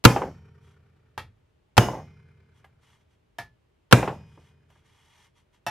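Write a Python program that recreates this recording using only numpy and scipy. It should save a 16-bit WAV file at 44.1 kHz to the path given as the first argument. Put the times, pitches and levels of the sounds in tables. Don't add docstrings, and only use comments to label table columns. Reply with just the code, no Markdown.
import sys
import numpy as np
from scipy import signal
from scipy.fft import rfft, irfft
from scipy.io import wavfile
from scipy.ndimage import uniform_filter1d

SR = 44100
rng = np.random.default_rng(int(sys.argv[2]) if len(sys.argv) > 2 else 0)


def int16_out(signal):
    q = np.round(np.clip(np.atleast_2d(signal).T, -1, 1) * 32767)
    wavfile.write(sys.argv[1], SR, q.astype(np.int16))


N = 251370
TOP_HZ = 15900


def amp(db):
    return 10 ** (np.asarray(db) / 20)


def curve(points, hz):
    freqs, values = np.transpose(points)
    return np.interp(np.log(hz + 1), np.log(freqs + 1), values)


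def clock(seconds):
    return np.arange(int(seconds * SR)) / SR


def fade(t, t60):
    return np.exp(-np.log(1000) * t / t60)


def add(mix, start_s, sound):
    part = mix[:, max(round(start_s * SR), 0):][:, :sound.shape[-1]]
    part += sound[..., :part.shape[1]]


# freq_hz, side_db
TAIL_WIDTH = [(60, -12), (130, -13), (270, -3), (500, -1), (1000, -3), (2200, -1.5), (5000, 5.5),
              (12000, 11)]
def noise(eq, size, side_db, tilt_db=0, lumps_db=0, lump_hz=55, width=TAIL_WIDTH):
    hz = np.fft.rfftfreq(size, 1 / SR)
    treble_octaves = np.log2(1 + hz / 1000)
    lumps = np.interp(hz / lump_hz, np.arange(2048), rng.standard_normal(2048)) * np.tanh(treble_octaves)
    gain = amp(curve(eq, hz) + tilt_db * treble_octaves + lumps_db * lumps)
    mid, side = np.exp(2j * np.pi * rng.random((2, len(hz)))) * gain
    side = side * amp(side_db + curve(width, hz))
    pair = irfft(np.array([mid + side, mid - side]), size)
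    return pair / pair.std()


def dense_modes(eq, decays, tilt_db, lumps_db, size=32768, bands=12):
    spectrum = rfft(noise(eq, size, side_db=-12, tilt_db=tilt_db, lumps_db=lumps_db))
    t, hz = np.arange(size) / SR, np.fft.rfftfreq(size, 1 / SR)
    centres = np.geomspace(60, TOP_HZ, bands)
    return sum(irfft(spectrum * curve(np.c_[centres, band], hz)) * fade(t, curve(decays, centre))
               for centre, band in zip(centres, np.eye(bands)))


def ring(modes, detune, size=131072):
    out, times = np.zeros(size), np.arange(size) / SR
    for hz, db, t60 in modes:
        t = times[:int(2 * t60 * SR)]
        pitch_hz = hz * (1 + detune * rng.uniform(-0.85, 1))
        out[:len(t)] += amp(db) * fade(t, t60) * np.sin(2 * np.pi * pitch_hz * t)
    return out


# freq_hz, level_db
ROOM_EQ = [(15, -33.5), (25, -3), (64, -1), (137, -6.5), (242, -14), (427, -13.5), (530, -20), (623, -15.5),
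           (695, -23), (774, -20.5), (1480, -26), (2990, -28), (4730, -36.5), (12200, -46.5), (16000, -56)]
# freq_hz, side_db
ROOM_WIDTH = [(60, -12), (110, -10), (200, -0.5), (400, 3.5), (1300, 2.5), (2500, 0), (12000, 1)]
def room_tone():
    return amp(-68) * noise(ROOM_EQ, N, side_db=-3, width=ROOM_WIDTH)


# freq_hz, level_db
RUB_EQ = [(290, -43), (500, -25), (766, 1.5), (1060, 3), (1320, 1), (1720, -1), (3230, -2), (5200, -8),
          (7500, -13), (11600, -17), (13500, -31), (15000, -57)]
# start_s, length_s, level_db
PUSHES = [(0.585, 0.21, -74), (2.51, 0.16, -75.5), (2.785, 0.24, -71), (2.976, 0.097, -73),
          (3.064, 0.15, -80), (4.228, .34, -74), (4.655, 0.21, -76.5), (4.811, 0.52, -70),
          (5.325, 0.14, -71), (5.505, 0.11, -68.5)]
def slides(rise_s=0.049, fall_s=0.077, swell_db_per_s=14, grip_db=1, catches_per_s=9.5):
    t, level = np.arange(N) / SR, np.zeros(N)
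    for start_s, length_s, level_db in PUSHES:
        age = t - start_s
        push = np.clip(np.minimum(age / rise_s, (length_s - age) / fall_s), 0, 1)
        swell_db = swell_db_per_s * np.clip(age - length_s / 2, -length_s, length_s)
        level += push ** 2 * amp(level_db + swell_db)
    grip = uniform_filter1d(rng.standard_normal(N), size=256)
    grit = (rng.random(N) < catches_per_s / SR) * rng.random(N)
    catches = signal.oaconvolve(grit, fade(clock(0.05), t60=0.015))[:N]
    friction = amp(grip_db * grip / grip.std()) + amp(-0.5) * catches
    return amp(4.5) * level * friction * noise(RUB_EQ, N, side_db=-13, lumps_db=5, lump_hz=118.2)


# pitch_hz, level_db, t60_s
FRAME_MODES = [(78, -58.5, 4.3), (86, -49.5, 3.2), (109, -60.5, 3), (114, -54.5, 3.6), (133, -58.5, 4.2),
               (150.2, -48.5, 2.4), (135, -57, 2), (162, -59.5, 1.4), (195, -59.5, 2.7), (239.6, -66, 3.4),
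               (394, -65.5, 3), (445, -66, 3.5)]
def bench_hum():
    return ring(FRAME_MODES, detune=0.0017)


# pitch_hz, t60_s, blow_1_db, blow_2_db, blow_3_db
TOOL_MODES = [(930, 1.6, -59, -66, -59.5), (1050, 1.3, -64.5, -72, -63.5), (2098, 2.2, -88, -60.5, -71),
              (2388.5, .5, -56, -67, -65), (2476, 1.7, -69.5, -61.5, -58.5), (3060, 2.2, -69, -71, -67),
              (4330, .7, -65, -63, -67), (5000, 1.3, -80, -67, -60), (5593, 0.91, -56, -59, -60.5),
              (6207, 0.72, -63.5, -60.5, -63), (6700, .45, -46.5, -56, -58),
              (7900, 0.34, -59, -55.5, -59.5), (7900, 0.2, -48.5, -56.5, -52.5),
              (10200, .45, -56, -59.5, -59)]
def tool_ring(blow):
    return ring([(hz, levels_db[blow], t60) for hz, t60, *levels_db in TOOL_MODES], detune=0.0003)


# freq_hz, level_db
BUZZ_EQ = [(100, -24.5), (300, -4.5), (410, 7), (600, -9.5), (1000, -8), (1350, -1), (1700, -2.5),
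           (2050, -12), (2350, -5.5), (2700, -18), (4800, -23.5), (8000, -35), (15000, -40)]
def loose_buzz(chatter_hz=32, chatter_db=5, rock_hz=9.7, rock_db=3, t60=4.4, size=65536):
    t = np.arange(size) / SR
    wander = uniform_filter1d(rng.standard_normal((2, size)), size=2000)
    rates_hz = [[chatter_hz], [rock_hz]] * (1 + 0.09 * wander / wander.std())
    chatter, rock = np.cos(2 * np.pi * np.cumsum(rates_hz, axis=1) / SR)
    bursts = amp(chatter_db * chatter + rock_db * rock) * signal.windows.tukey(size, 0.3)
    return bursts * fade(t, t60) * noise(BUZZ_EQ, size, side_db=-10, lumps_db=5.5, lump_hz=25)


# pitch_hz, level_db, t60_s
BENCH_MODES = [(62, -27, .45), (117.4, 1.5, 0.093), (122.3, -15.5, 0.38), (160, -10.5, 0.13),
               (179.3, -12, 0.15), (246.4, -9.5, 0.1), (288.7, -20, .27), (352, -20.5, 0.19),
               (471, -23, .18), (544, -21.5, 0.15)]
def bench_thump(size=32768):
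    cushion = 1 - fade(np.arange(size) / SR, 0.023)
    return -cushion * ring(BENCH_MODES, detune=0.0021, size=size)


# freq_hz, level_db
LANDING_EQ = [(30, -32.5), (80, -20), (200, -13), (400, -1), (600, -0.5), (900, -1), (1200, -8.5),
              (1700, -14.5), (3000, -21), (5000, -41), (12000, -55), (15500, -70)]
def landing(slap_db, pitch_hz, patter_db, tilt_db, size=16384):
    t = np.arange(size) / SR
    slap = np.exp(-0.5 * ((t - 0.0035) / 0.00085) ** 2) * np.sin(2 * np.pi * pitch_hz * t)
    room_tail = amp(-15.5) * fade(t, 0.3)
    envelope = (1 - fade(t, 0.0037)) ** 2 * (fade(t, 0.091) + room_tail)
    patter = noise(LANDING_EQ, size, side_db=-15.5, tilt_db=tilt_db, lumps_db=1)
    return amp(slap_db) * slap + amp(patter_db) * envelope / envelope.max() * patter


def rattle(peak_s=0.075, spread_s=0.037, taps_per_s=400, size=16384):
    t = np.arange(size) / SR
    swell = np.exp(-0.5 * ((t - peak_s) / spread_s) ** 2)
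    taps = (rng.random(size) < taps_per_s / SR) * rng.choice([-1, 1], size) * swell
    envelope = (1 - fade(t, 0.0043)) ** 2 * fade(t, 0.017)
    tap = envelope * noise(LANDING_EQ, size, side_db=-16, tilt_db=-11)
    tap /= np.linalg.norm(tap[0])
    return signal.fftconvolve(taps[None], tap, axes=1) * np.sqrt(SR / taps_per_s)


# pitch_hz, level_db, t60_s
EDGE_MODES = [(787, -3, 0.12), (1210, 1, .06), (1647, 4, 0.067), (2050, -1, 0.069), (3140, -14, 0.064)]
# start_s, patter_db, pitch_hz, tilt_db_per_octave, clink_db
TOUCHES = [(2.644, -55, 820, 9.5, -55.5), (4.375, -49.5, 910, -31, -68), (4.701, -61.5, 990, 10.5, -73),
           (4.756, -66.5, 1003, 6, -67)]
def touches():
    out = np.zeros((2, N))
    for start_s, patter_db, pitch_hz, tilt_db, clink_db in TOUCHES:
        add(out, start_s, landing(patter_db + 4.5, pitch_hz, patter_db, tilt_db))
        add(out, start_s, amp(clink_db) * ring(EDGE_MODES, detune=0.002, size=16384))
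    return out


# start_s, first_gap_s, slap_db, pitch_hz, patter_db, loss_db_per_bounce, tilt_db_per_octave, rattle_db
BOUNCES = [(0.1607, .0568, -11, 905, -18, 8, -2.5, -31), (1.884, 0.049, -15, 802, -24.5, 9, -11, -38),
           (4.027, .0485, -18, 920, -21.5, 0.5, -1, -42.5)]
def bounces(count=4, gap_ratio=0.49, held_db=10, dulling_db=9.5):
    out = np.zeros((2, N))
    for start_s, gap_s, slap_db, pitch_hz, patter_db, loss_db, tilt_db, rattle_db in BOUNCES:
        add(out, start_s, amp(rattle_db) * rattle())
        for bounce in range(count):
            held = max(bounce - 1, 0)
            lost_db = loss_db * bounce + held_db * held
            dulled_db = tilt_db - dulling_db * held
            add(out, start_s, landing(slap_db - lost_db, pitch_hz, patter_db - lost_db, dulled_db))
            start_s += gap_s * gap_ratio ** bounce
    return out


# freq_hz, level_db
TICK_EQ = [(200, -20), (1200, 0), (3000, -1), (7000, -13), (12000, -17.5), (15500, -27.5)]
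# freq_hz, side_db
ATTACK_WIDTH = [(60, -11), (130, -4), (270, 5), (450, 6), (1000, -4), (2200, -4.5), (5000, -1),
                (12000, 2.5)]
def tick():
    t = clock(0.055)
    return fade(t, t60=0.006) * noise(TICK_EQ, len(t), side_db=-3, width=ATTACK_WIDTH)


# freq_hz, level_db
KNOCK_EQ = [(40, -8.5), (110, 1), (200, -10), (500, -5), (850, 1), (1500, -6), (2800, -10), (5000, -13),
            (8000, -23), (12000, -19), (15500, -42.5)]
# freq_hz, t60_s
KNOCK_DECAY = [(100, 0.66), (260, .27), (700, 0.14), (1800, 0.19), (5000, 0.17), (13000, 0.14)]
# pitch_hz, t60_s, spot_1_db, spot_2_db, spot_3_db
SHEET_MODES = [(695, 0.12, -58, -32.5, -26), (783, 0.11, -60, -37.5, -31), (862, 0.24, -66, -49, -25),
               (868, 0.12, -32, -60, -28), (936, .11, -47, -36, -32.5), (935, 0.059, -30.5, -55, -36),
               (1237, 0.044, -32, -61, -40), (1296, 0.12, -36.5, -70, -33.5),
               (1630, 0.057, -30.5, -57, -58.5), (1647, 0.076, -41, -37, -36),
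               (1728, 0.21, -50, -34.5, -36), (1835, 0.16, -44, -38, -41), (1898, 0.17, -42, -52, -37),
               (2290, 0.15, -44, -44.5, -49), (2716, 0.16, -43.5, -54, -45), (2650, 0.16, -53, -52, -31.5),
               (3080, 0.035, -62, -36.5, -61), (3310, 0.19, -46.5, -56, -59), (3600, 0.19, -49, -72, -41.5),
               (5400, 0.11, -70, -52, -38), (5760, .14, -73, -69, -44)]
# start_s, level_db, tilt_db_per_octave
KNOCKS = [(1.1778, -34.5, -1.5), (3.3848, -36, 0), (5.6653, -30, 0.5)]
def aiming_knocks():
    out = np.zeros((2, N))
    for spot, (start_s, level_db, tilt_db) in enumerate(KNOCKS):
        modes = [(hz, spots_db[spot], t60) for hz, t60, *spots_db in SHEET_MODES]
        add(out, start_s, amp(level_db) * dense_modes(KNOCK_EQ, KNOCK_DECAY, tilt_db, lumps_db=2.5))
        add(out, start_s, amp(level_db - 0.5) * tick())
        add(out, start_s, ring(modes[::2], detune=0.001, size=32768))
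        add(out, start_s, -ring(modes[1::2], detune=0.0023, size=32768))
        add(out, start_s, amp(level_db - 10) * bench_thump())
    return out


def shimmer(low_hz=1800, high_hz=11500, count=64):
    ratio = (high_hz / low_hz) ** ((np.arange(count) + rng.random(count)) / count)
    level_db = -54 - 0.5 * np.log2(ratio) + 2.5 * rng.standard_normal(count)
    t60 = 0.68 / ratio ** 0.33
    modes = np.c_[low_hz * ratio, level_db, t60]
    mid = ring(modes[::2], detune=0, size=40000)
    side = amp(-4) * ring(modes[1::2], detune=0, size=40000)
    return np.array([mid + side, mid - side])


def first_contact(lead_s):
    t = clock(0.05)
    choke = fade(np.maximum(t - lead_s, 0), t60=0.022)
    return fade(t, t60=0.2) * choke * noise(KNOCK_EQ, len(t), side_db=-4, tilt_db=-1.5, lumps_db=3)


# freq_hz, level_db
CRACK_EQ = [(30, -30), (60, -14.5), (200, 3), (500, -0.5), (900, -2.5), (1400, 0), (2200, -8.5), (3100, -8),
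            (4200, -14.5), (8000, -22.5), (15000, -27.5)]
def crack(tilt_db, sink_s=0.005):
    t = clock(0.2)
    burst = noise(CRACK_EQ, len(t), side_db=-1.5, tilt_db=tilt_db, lumps_db=1, width=ATTACK_WIDTH)
    return fade(np.maximum(t - sink_s, 0), t60=0.022) * burst


# freq_hz, level_db
CLANG_EQ = [(30, -24.5), (60, -10.5), (150, 4.5), (350, 6), (600, 1), (1000, 0), (1800, -4), (2800, -9),
            (4500, -20), (6500, -17), (9000, -22), (12000, -24), (15500, -32)]
# freq_hz, t60_s
CLANG_DECAY = [(80, 0.99), (300, .36), (700, 0.4), (1500, 0.3), (3000, 0.28), (6000, .42), (10000, 0.3),
               (15000, 0.41)]
# hit_s, lead_s, contact_db, crack_db, dent_hz, dent_db,
# clang_db, tilt_db_per_octave, thump_db, hum_db, buzz_db
BLOWS = [(0.0511, 0.011, -16.5, 4.5, 1254, 0, -15.5, -1, 0, 3.5, -62.5),
         (1.7787, 0.0098, -22, -4.5, 841, -1.5, -17, -1.5, -4, 1.5, -65),
         (3.9256, 0.014, -30, 0.5, 1717, -0.5, -16, -2, -1.5, -0.5, -68)]
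def heavy_blows():
    out, t = np.zeros((2, N)), clock(0.2)
    for blow, (hit_s, lead_s, contact_db, crack_db, dent_hz, dent_db,
               clang_db, tilt_db, thump_db, hum_db, buzz_db) in enumerate(BLOWS):
        add(out, hit_s - lead_s, amp(contact_db) * first_contact(lead_s))
        add(out, hit_s, amp(crack_db) * crack(tilt_db))
        add(out, hit_s, amp(crack_db + 1.5) * tick())
        dent_ping = fade(t, t60=0.024) * np.sin(2 * np.pi * dent_hz * t)
        add(out, hit_s, amp(dent_db) * dent_ping)
        add(out, hit_s, amp(clang_db) * dense_modes(CLANG_EQ, CLANG_DECAY, tilt_db, lumps_db=6))
        add(out, hit_s, shimmer())
        add(out, hit_s + 0.0025, amp(thump_db) * bench_thump())
        add(out, hit_s, amp(hum_db) * bench_hum())
        add(out, hit_s, amp(buzz_db) * loose_buzz())
        add(out, hit_s, tool_ring(blow))
    return out


def scene():
    return heavy_blows() + aiming_knocks() + bounces() + touches() + slides() + room_tone()


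def record(dry):
    thinned = signal.sosfilt(signal.butter(3, 42, "highpass", fs=SR, output="sos"), dry)
    clipped = np.clip(thinned, -0.98, 0.98)
    lowpass = signal.firwin(255, TOP_HZ, window=("kaiser", 8), fs=SR)
    return signal.oaconvolve(clipped, lowpass[None], "same")


dry = scene()
out = record(dry)
int16_out(out)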